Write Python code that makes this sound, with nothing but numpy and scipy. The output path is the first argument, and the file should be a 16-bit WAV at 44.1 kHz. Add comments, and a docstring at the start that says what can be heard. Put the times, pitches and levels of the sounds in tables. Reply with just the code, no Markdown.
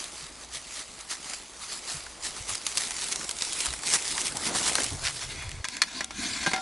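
"""A horse walks up through dry grass and twigs at a wood's edge, carrying an armoured rider.
Brittle fracture makes the steps: stalks crackle in thousands, twigs snap singly. Friction makes the
cloth cover swish, with soft low bumps and a rumble. As the horse halts, steel gauntlets rattle and
strike the helmet, exciting the modes of both, and the helmet scrapes as the rider starts to pull it off.
The trunks scatter a thin echo of the snaps and clinks, over faint moving air."""
import sys
import numpy as np
from scipy import signal
from scipy.fft import rfft, irfft, next_fast_len
from scipy.io import wavfile
from scipy.ndimage import uniform_filter1d, map_coordinates

SR = 44100
rng = np.random.default_rng(int(sys.argv[2]) if len(sys.argv) > 2 else 0)


def materialize(psi):
    """Save the field psi as 16-bit PCM at rate SR to the path in sys.argv[1].

    A 1-D psi becomes a single channel; in a 2-D psi each row is a channel.
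    """
    bounded = np.clip(np.atleast_2d(psi).T, -1, 1)
    quanta = np.round(bounded * 32767).astype(np.int16)
    wavfile.write(sys.argv[1], SR, quanta)


N = 291501

# Levels are relative within each table; spectra give level per unit bandwidth.
# hooves and legs pushing into grass: peak t/s, level/dB, rise/s, fall/s
HOOF_STEPS = [(0.009, -39.5, 0.041, 0.063), (0.212, -41.5, 0.122, 0.082), (0.423, -44.5, 0.05, 0.042),
              (0.551, -35.0, 0.029, 0.041), (0.795, -36.0, 0.079, 0.033), (1.008, -43.5, 0.043, 0.025),
              (1.116, -31, 0.02, 0.032), (1.321, -37, 0.114, 0.08), (1.631, -39.0, 0.04, 0.046),
              (1.724, -35.5, 0.043, 0.063), (1.906, -33.5, 0.044, 0.069), (2.253, -31, 0.025, 0.046),
              (2.372, -39.5, 0.054, 0.098), (2.493, -31.0, 0.017, 0.072), (2.681, -35.0, 0.037, 0.065),
              (2.807, -30.5, 0.057, 0.094), (3.04, -32.5, 0.122, 0.124), (3.122, -26.5, 0.007, 0.01),
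              (3.208, -39.0, 0.056, 0.125), (3.433, -33.0, 0.046, 0.137), (3.622, -31.0, 0.091, 0.107),
              (3.872, -28.5, 0.023, 0.053), (3.947, -22, 0.042, 0.025), (4.12, -32.0, 0.151, 0.065),
              (4.2, -29.0, 0.033, 0.035), (4.257, -28.5, 0.016, 0.034), (4.465, -28, 0.038, 0.036),
              (4.563, -26.5, 0.026, 0.075), (4.679, -24.5, 0.049, 0.041), (4.789, -29.5, 0.092, 0.118)]
# grass brushed between steps: t/s, level/dB
GRASS_BRUSHING = [(0.0, -44), (0.48, -53), (0.65, -45), (1.2, -48), (1.5, -48), (2.0, -43), (2.19, -50.5),
                  (2.6, -44.5), (3.8, -41), (4.4, -38), (4.97, -44), (5.17, -38), (5.6, -55.5)]
# spectrum of stalks breaking far off: f/Hz, level/dB
FAR_STALK_SPECTRUM = [(240, -32), (400, -8), (506, -34), (574, -11.5), (1280, 0), (1540, -5.5), (1970, 0.5),
                      (3430, -1.5), (4850, 2.5), (5580, -1.5), (6060, 1.5), (10100, -2), (11000, -2.5),
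                      (14300, -118), (22000, -120)]
# spectrum of stalks breaking close by: f/Hz, level/dB
NEAR_STALK_SPECTRUM = [(240, -20), (400, -7), (499, -17), (932, -7.5), (1670, -7.5), (2080, -2.5),
                       (2670, -5), (3530, -3), (8110, -1.5), (10600, -3.5), (11000, -7), (14300, -79),
                       (22000, -120)]
# twigs breaking: t/s, level/dB, woody body re level/dB
TWIG_BREAKS = [(0.0416, -16.5, -39), (1.102, -28, -17), (1.3349, -23, -11), (1.8996, -18, -29),
               (2.0652, -31, -4.5), (2.534, -23, -35), (2.5531, -11, -36), (2.6665, -5.5, -24),
               (2.7729, -1.5, -32), (2.7802, -5.5, -33), (2.9078, -11.5, -22), (3.1592, -11, -39),
               (3.2118, -26.5, -6), (3.2928, -10, -25), (3.311, -9.5, -26), (3.3868, -16.5, -32),
               (3.422, -6, -30), (3.5314, -11.5, -33), (3.6045, -9.5, -39), (3.6581, -7.5, -28),
               (3.6656, -12, -20), (3.7372, -16, -17.5), (3.8348, -18.5, -15), (3.9372, -3.5, -23),
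               (3.9597, -12, -35), (4.0788, -11, -36), (4.1792, -12.0, -14), (4.2659, -24, -28),
               (4.37, -11, -46), (4.6788, -10, -19), (4.754, -3, -21.5), (4.783, -17.5, -7),
               (4.8344, -11, -35), (4.842, -7, -25)]
# spectrum of a sharp crack: f/Hz, level/dB
CRACK_SPECTRUM = [(200, -22), (700, -21), (2000, -7), (4500, 7.5), (11000, 3.5)]
# steel striking steel: t/s, gauntlet level/dB, helmet level/dB, favoured f/Hz
STEEL_IMPACTS = [(5.643, -29, -42, 1620), (5.651, -30.5, -44.5, 2440), (5.8183, -16, -60, 4300),
                 (5.8199, -22.5, -45, 2100), (5.835, -30, -45, 3420), (6.007, -28, -32.5, 1800),
                 (6.107, -37, -40, 1270), (6.462, -31.5, -26, 1605), (6.468, -29, -28.5, 4500),
                 (6.474, -41, -27, 185), (6.514, -38, -33.5, 2200), (6.534, -26, -28.5, 2070),
                 (6.539, -31, -28, 764), (6.561, -32, -36, 1326), (6.578, -52, -34.5, 767)]
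# modes of a gauntlet plate: f/Hz, level/dB, T60/s
PLATE_MODES = [(1033, -5, 0.075), (1720, 0.5, 0.038), (1910, -3, 0.033), (2195, -4.5, 0.066),
               (2415, -7, 0.071), (2970, -12.5, 0.15), (3400, -9, 0.078), (3430, -12, 0.092),
               (4235, -6, 0.037), (4350, -5.5, 0.054), (4640, -14, 0.062), (5440, -6, 0.052),
               (5830, -0.5, 0.047), (6330, 4.5, 0.017), (6940, 2, 0.017)]
# modes of the helmet: f/Hz, level/dB, T60/s
HELMET_MODES = [(177, -7.5, 0.065), (257, -11, 0.056), (333, -5, 0.07), (624, -5, 0.064),
                (760, -20.5, 0.76), (811, -7, 0.069), (975, -11, 0.067), (1387, -12.5, 0.27),
                (1600, -10, 0.11), (1970, -5.5, 0.064), (2114, -13, 0.12), (2490, -11, 0.058),
                (3690, -11, 0.091), (4200, -26, .08)]
# spectrum of the dense high modes of thin steel: f/Hz, level/dB
CLASH_SPECTRUM = [(300, -29), (700, -9), (1000, 1), (1400, 1.5), (2200, 4.5), (2800, -4.5), (4300, 2.5),
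                  (5900, -6), (7500, -4.5), (10500, -8.5)]
# ticks of buckles and finger plates: t/s, level/dB, body re level/dB
BUCKLE_TICKS = [(5.217, -35, -30), (5.4216, -34, 0), (5.4927, -20, -22), (5.516, -19, -21),
                (5.6857, -11.5, -24), (5.7682, -13.5, -21), (6.0442, -9.5, -45)]
# plates sliding on mail and helmet: peak t/s, level/dB, rise/s, fall/s, singing re level/dB
SLIDING_STROKES = [(5.066, -35, .045, 0.032, -12), (5.223, -36.5, 0.017, 0.031, -7.5),
                   (5.304, -40.5, 0.013, 0.042, -6), (5.41, -49, 0.076, 0.1, 6.5),
                   (5.55, -56.5, .04, 0.067, 7.5), (5.74, -45.5, 0.067, 0.066, 2.5),
                   (5.89, -48.5, 0.048, 0.0326, 4.5), (5.985, -41.5, 0.079, 0.06, -0.5),
                   (6.246, -36, 0.08, 0.19, -5), (6.35, -43.5, 0.052, .04, -1),
                   (6.44, -39, 0.073, 0.17, 0.5)]
# spectrum of rasping steel: f/Hz, level/dB
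RASP_SPECTRUM = [(260, -54), (450, -26), (672, 4.5), (867, -6.5), (1000, -2), (1280, -4.5), (1560, 2.5),
                 (2150, -13), (2740, -3), (3670, 3), (4090, 3.5), (4430, 5.5), (5060, 3), (9120, -3),
                 (11000, -7.5), (14300, -61), (22000, -120)]
# resonances driven by sliding: f/Hz, bandwidth/Hz, level/dB
SINGING_RESONANCES = [(1010, 68, 2.5), (1680, 150, 2.5), (2120, 230, 6), (2404, 70, 5), (3380, 58, 4),
                      (3690, 64, -8), (4370, 65, -0.5), (4870, 37, -16), (5970, 90, -3), (6360, 44, -6),
                      (7700, 45, -24)]
# folds of the cover sweeping past: peak t/s, level/dB, rise/s, fall/s
COVER_FOLDS = [(3.2, -48, 0.21, .12), (3.68, -44.5, 0.056, 0.043), (4.62, -36, 0.35, 0.13),
               (4.805, -32.5, 0.038, 0.036), (4.95, -46, 0.11, .15)]
# spectrum of cloth and turf: f/Hz, level/dB
SWISH_SPECTRUM = [(30, -13), (70, -8.5), (160, 0.5), (290, 3), (480, -2.5), (730, 0.5), (1600, -6.5),
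                  (2600, -17), (4400, -59)]
# soft low bumps: onset t/s, level/dB, f/Hz, rise/s
LOW_BUMPS = [(0.22, -43, 149, 0.015), (0.553, -49, 131, 0.013), (1.941, -34, 143, 0.012),
             (1.955, -44, 55.6, 0.023), (2.401, -37, 60, 0.0078), (2.505, -44, 100, 0.018),
             (3.675, -30.5, 61, 0.02), (4.913, -31.5, 86, 0.012), (5.46, -30.5, 80, 0.013),
             (5.596, -29.5, 74, 0.0075)]
# spectrum of the rustle in a bump: f/Hz, level/dB
BUMP_SPECTRUM = [(20, -3), (100, 3.5), (150, -8), (260, -44), (900, -57)]
# rumble as the horse turns and brushes past: peak t/s, level/dB, rise/s, fall/s
RUMBLE_SURGES = [(2.27, -58, .05, 0.18), (4.6, -53, 0.71, 0.5), (4.96, -38.5, 0.074, 0.12),
                 (5.27, -42, 0.057, 0.14), (5.48, -41.5, .12, 0.12), (6.33, -52, 0.3, 0.29)]
# spectrum of the rumble: f/Hz, level/dB
RUMBLE_SPECTRUM = [(20, -3), (50, 5), (140, 2.5), (200, -25), (400, -50), (900, -80)]
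# reverberation among the trunks: f/Hz, T60/s
TRUNK_DECAY = [(200, 0.16), (2000, 0.084), (10000, 0.2)]
# spectrum of moving air: f/Hz, level/dB
AIR_SPECTRUM = [(15, -33), (25, 9), (59, 0), (118, -5), (505, 1.5), (1230, -1.5), (1550, -6.5),
                (2050, -2.5), (2710, -6), (4180, -4.5), (10200, -9), (11000, -22), (14300, -57),
                (22000, -120)]
# likeness of left and right: f/Hz, correlation/1
STEREO_COHERENCE = [(50, 0.96), (300, 0.91), (1500, .97), (5000, 0.976), (10000, 0.85)]

HALT_S = 5.6  # the horse comes to a stand
SPLINTERS_PER_S, SPLINTER_DB, SPLINTER_BODY_DB = 8.2, 9, -18.5
TWIG_T60_S, TICK_T60_S = 0.021, 0.012
RATTLE_S, RATTLE_GAP_S, RATTLE_SWELL_S = 5.068, 0.008, 0.027
RATTLE_DB, RATTLE_BODY_DB = -11, -14
GRIP_START_S, GRIP_END_S, HOLLOW_DB = 5.4, 5.75, -5.5  # the hands close on the helmet
TURF_DB, COVER_DB = -19.5, -55  # turf re stalks; steady sway of the cover
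SWELL_SHAPE = 1.4  # 1 = pointed top, 2 = rounded top
CUTOFF_HZ = 11150


def crushing():
    """Incoherent sources add in power: steps and steady brushing give the envelope of crushed grass."""
    t = np.arange(N) / SR
    brushing_db = np.interp(t, *np.transpose(GRASS_BRUSHING)) - 280 * np.maximum(t - HALT_S, 0)
    return np.hypot(swells(HOOF_STEPS), amp(brushing_db))


def grass(crush):
    """Brittle fracture: harder steps break more stalks; close by, single stalks stand out."""
    nearness = np.interp(np.arange(N) / SR, [1.8, 3.2], [0, 1])
    breaking = crackle(1000 * np.sqrt(unit(crush)), scatter_db=3.5 + 2.0 * nearness, life_s=0.001)
    tufts = patchy(breaking + amp(1) * rng.standard_normal((2, N)), depth_db=2.0)
    far = coloured(tufts, FAR_STALK_SPECTRUM)
    near = coloured(tufts, NEAR_STALK_SPECTRUM)
    return spread(crush * ((1 - nearness) * far + nearness * near))


def twigs():
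    """A bent twig releases its elastic energy at once as it breaks."""
    return snaps(TWIG_BREAKS, body_hz=1270, t60=TWIG_T60_S)


def splinters(crush):
    """A random point process: small twigs give way more often and louder under harder steps."""
    cumulative_chance = np.cumsum(np.sqrt(crush))
    when, strength = rng.random((int(SPLINTERS_PER_S * HALT_S), 2)).T
    onsets = np.searchsorted(cumulative_chance, when * cumulative_chance[-1])
    levels_db = 20 * np.log10(crush[onsets]) + SPLINTER_DB + 6 * (strength - 0.5)
    rows = [(onset / SR, db, SPLINTER_BODY_DB) for onset, db in zip(onsets, levels_db)]
    return snaps(rows, body_hz=1300, t60=0.011)


def snaps(rows, body_hz, t60):
    """Impulse response of a twig or small plate: a broadband crack, brief modes and a duller knock."""
    track, t = np.zeros((2, N)), np.arange(SR // 12) / SR
    for s, db, body_db in rows:
        burst = unit(np.tanh(coloured(rng.standard_normal(len(t)), CRACK_SPECTRUM)))  # evened peaks
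        crack = amp(-2.0) * burst * (decay(t, t60) + decay(t, 0.0036))
        modes = ring([(hz, -17, t60) for hz in rng.uniform(2500, 10500, size=14)], t)
        pitch_hz = body_hz * np.exp(rng.uniform(-0.055, 0.24))
        body = unit(resonate(rng.standard_normal(len(t)), pitch_hz, 1.1 * pitch_hz, stages=2))
        snap = crack + modes + amp(body_db + 11.5) * body * decay(t, 0.034)
        pan = np.clip(rng.normal(0, 0.081), -0.5, 0.5)
        add(track, s, amp(db - 10) * snap * np.array([[1 + pan], [1 - pan]]))
    return track


def clanks():
    """Impact sets gauntlet and helmet in free vibration, damped by hands and padding."""
    track, t = np.zeros(N), np.arange(SR // 5) / SR
    attack = 1 - np.exp(-t / 0.00025)
    for s, plate_db, helmet_db, favoured_hz in STEEL_IMPACTS:
        clash = coloured(rng.standard_normal(len(t)), CLASH_SPECTRUM) * decay(t, 0.038)
        knock = unit(resonate(rng.standard_normal(len(t)), 1180, width_hz=1300)) * decay(t, 0.061)
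        plate = amp(-4.5) * ring(favour(PLATE_MODES, favoured_hz, boost_db=9.5), t) + amp(2.5) * clash
        helmet = ring(favour(HELMET_MODES, favoured_hz, boost_db=16.5), t) + amp(1.5) * knock
        add(track, s, (amp(plate_db) * plate + amp(helmet_db) * helmet) * attack)
    return track * amp([[0.4], [-0.4]])


def ticks():
    """Light impacts ring buckles and finger plates, whose high modes are heavily damped."""
    return snaps(BUCKLE_TICKS, body_hz=1820, t60=TICK_T60_S)


def rattle(count=11):
    """A train of collisions: as a gauntlet lifts, its plates fall together in a quick uneven run."""
    offsets = RATTLE_GAP_S * (np.arange(count) - count // 2 + rng.uniform(-0.22, 0.38, size=count))
    sizes = swell(offsets, 0, RATTLE_DB, RATTLE_SWELL_S, RATTLE_SWELL_S)
    rows = [(RATTLE_S + s, 20 * np.log10(size), RATTLE_BODY_DB) for s, size in zip(offsets, sizes)]
    return snaps(rows, body_hz=1860, t60=TICK_T60_S)


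def scrape():
    """Stick-slip friction on mail and padding rasps and drives the plates and the helmet's cavity."""
    rubbing = swells([row[:4] for row in SLIDING_STROKES])
    singing = swells([(s, db + sing_db, rise, fall) for s, db, rise, fall, sing_db in SLIDING_STROKES])
    grip = np.interp(np.arange(N) / SR, [GRIP_START_S, GRIP_END_S], [0, 1])
    slips = crackle(2700, scatter_db=-1.0, life_s=0.0029)
    rasp = coloured(patchy(slips, depth_db=3.5), RASP_SPECTRUM)
    steel = np.zeros((2, N))
    for hz, width_hz, db in SINGING_RESONANCES:
        coupling = amp(db + 5.5 * np.tanh(wobble(13)))  # the moving contact feeds each mode unevenly
        steel += coupling * signal.lfilter(*signal.iirpeak(hz, hz / width_hz, SR), slips)
    cavity = unit(resonate(slips, 244, width_hz=122, stages=2) * amp(2.5 * wobble(35)))
    friction = rubbing * (amp(3.5) * rasp + amp(HOLLOW_DB) * grip * cavity)
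    return spread(friction + singing * unit(steel)) * amp([[0.4], [-0.4]])


def cloth_and_turf(crush):
    """Friction noise: turf and heavy cover swish with each step, loudest as the horse sweeps past."""
    t = np.arange(N) / SR
    sway = amp(COVER_DB - 250 * np.maximum(t - HALT_S, 0))
    envelope = np.sqrt(sway ** 2 + (amp(TURF_DB) * crush) ** 2 + swells(COVER_FOLDS) ** 2)
    rubbing = patchy(crackle(500, scatter_db=-4.0, life_s=0.0036), depth_db=3.0)
    return spread(envelope * coloured(rubbing, SWISH_SPECTRUM))


def bumps():
    """Soft pushes make wave packets: a low tone and a dull rustle swell and die in a few cycles."""
    track, t = np.zeros(N), np.arange(SR // 3) / SR
    for s, db, hz, rise_s in LOW_BUMPS:
        envelope = (t / rise_s * np.exp(1 - t / rise_s)) ** 2
        rustle = coloured(rng.standard_normal(len(t)), BUMP_SPECTRUM)
        add(track, s, amp(db - 4.5) * envelope * (np.sin(2 * np.pi * hz * t) + amp(-4.5) * rustle))
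    return track


def rumble():
    """Amplitude-modulated low noise surges unevenly as the horse turns and brushes past."""
    low = coloured(rng.standard_normal((2, N)), RUMBLE_SPECTRUM)
    return spread(swells(RUMBLE_SURGES) * unit(low * amp(3.2 * wobble(30))))


def trunk_echo(sound):
    """Scattering by trunks: convolution with a noise tail whose decay time depends on frequency."""
    hz, t, spectra = signal.stft(rng.standard_normal((2, SR // 2)), SR, nperseg=256)
    tail = signal.istft(spectra * decay(t, along(TRUNK_DECAY, hz)[:, None]), SR, nperseg=256)[1]
    return signal.fftconvolve(sound, tail / np.linalg.norm(tail[0]), axes=1)[:, :N]


def air():
    """Broadband flow noise of air among the trees, with a far narrow-band drone."""
    hush = coloured(rng.standard_normal((2, N)), AIR_SPECTRUM)
    drone = unit(resonate(rng.standard_normal((2, N)), 54.7, width_hz=20.6, stages=2))
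    return spread(amp(-51.5 + 1.8 * wobble(1.77)) * hush + amp(-60.0) * drone)


def crackle(per_s, scatter_db, life_s):
    """Shot noise: tiny fractures or slips arrive at random as decaying bursts of uneven size."""
    size = amp(scatter_db * np.minimum(rng.exponential(size=N), 4))
    impulses = (rng.random(N) < per_s / SR) * size ** 2
    power = signal.lfilter([1], [1, -np.exp(-1 / (life_s * SR))], impulses)
    power /= np.abs(uniform_filter1d(power, size=3001)) + 1e-9  # hold the local mean steady
    return np.sqrt(power) * rng.standard_normal((2, N))


def patchy(x, depth_db):
    """Spectral modulation in random patches, a few hundred Hz wide and some tens of ms long."""
    spectra = signal.stft(x, nperseg=256)[2]
    across_bands = uniform_filter1d(rng.standard_normal(spectra.shape[1:]), size=3, axis=0)
    patches = uniform_filter1d(across_bands, size=14, axis=1)
    return signal.istft(spectra * amp(depth_db * unit(patches)), nperseg=256)[1][:, :N]


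def ring(modes, t):
    """Modal superposition: damped sinusoids, with new strengths and phases at each blow."""
    hz, db, t60 = np.transpose(modes)[:, :, None]
    phase = 2 * np.pi * rng.random(hz.shape)
    strength = amp(db + rng.normal(0, 1.3, hz.shape))
    return np.sum(strength * decay(t, t60) * np.sin(2 * np.pi * hz * t + phase), axis=0)


def favour(modes, centre_hz, boost_db):
    """Selective excitation: the contact point lifts the modes near one frequency."""
    return [(hz, db + boost_db * np.exp(-(np.log(hz / centre_hz) / 0.068) ** 2), t60)
            for hz, db, t60 in modes]


def swell(t, peak_s, db, rise_s, fall_s):
    """Envelope of a movement that builds to a peak and dies away."""
    distance = np.abs((t - peak_s) / np.where(t < peak_s, rise_s, fall_s))
    return amp(db) * np.exp(-distance ** SWELL_SHAPE)


def swells(rows):
    """Envelope of overlapping movements, whose powers add."""
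    t = np.arange(N) / SR
    coarse_t = t[::32]
    power = sum(swell(coarse_t, *row) ** 2 for row in rows)
    return np.interp(t, coarse_t, np.sqrt(power))


def spread(pair):
    """Partial coherence: two unrelated signals, as mid and side, form a narrow stereo image."""
    def weights(hz):
        angle = np.arccos(np.clip(along(STEREO_COHERENCE, hz), -1, 1)) / 2
        return np.array([np.cos(angle), np.sin(angle)])
    mid, side = filtered(pair, weights)
    return np.array([mid + side, mid - side])


def resonate(x, centre_hz, width_hz, stages=1):
    """Forced response of damped resonators in cascade."""
    def response(hz):
        damping = 1j * hz * width_hz
        return (damping / (centre_hz ** 2 - hz ** 2 + damping)) ** stages
    return filtered(x, response)


def coloured(x, spectrum):
    """Spectral shaping, at unit rms."""
    return unit(filtered(x, lambda hz: amp(along(spectrum, hz))))


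def filtered(x, response):
    """Linear filtering: the spectrum is multiplied by a frequency response."""
    n = x.shape[-1]
    padded = next_fast_len(n + 8192)
    return irfft(rfft(x, padded) * response(np.fft.rfftfreq(padded, 1 / SR)), padded)[..., :n]


def along(points, hz):
    """Interpolation of (f/Hz, value) points on a logarithmic frequency axis."""
    knots_hz, values = np.transpose(points)
    return np.interp(np.log(hz + 1), np.log(knots_hz + 1), values)


def wobble(knots_per_s):
    """Slow fluctuation: a spline through random knots."""
    knots = rng.standard_normal(int(N * knots_per_s / SR) + 4)
    return map_coordinates(knots, [np.arange(N) * knots_per_s / SR])


def decay(t, t60):
    """Exponential decay by 60 dB in t60 seconds."""
    return amp(-60 * t / t60)


def amp(db):
    """Amplitude ratio of a level in decibels."""
    return 10 ** (np.asarray(db) / 20)


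def unit(x):
    """Normalisation to unit rms."""
    return x / np.sqrt(np.mean(x ** 2) + 1e-20)


def add(track, s, sound):
    """Superposition of a sound on a track, starting at s seconds."""
    part = track[..., max(round(s * SR), 0):][..., :sound.shape[-1]]
    part += sound[..., :part.shape[-1]]


def scene():
    """Sound pressures add: steps slightly to the right, snaps and clinks with their echo, and the rest."""
    crush = crushing()
    steps = (grass(crush) + cloth_and_turf(crush)) * amp([[-0.2], [0.2]])
    armour = ticks() + rattle() + clanks()
    sliding_steel = scrape()
    background = bumps() + rumble() + air()
    transients = armour + twigs() + splinters(crush)
    return steps + transients + amp(-15.0) * trunk_echo(transients) + sliding_steel + background


def record(dry):
    """Band limiting: a steep low-pass removes the highest treble."""
    return filtered(dry, lambda hz: 1 / np.sqrt(1 + (hz / CUTOFF_HZ) ** 200))


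dry = scene()
out = record(dry)
materialize(out)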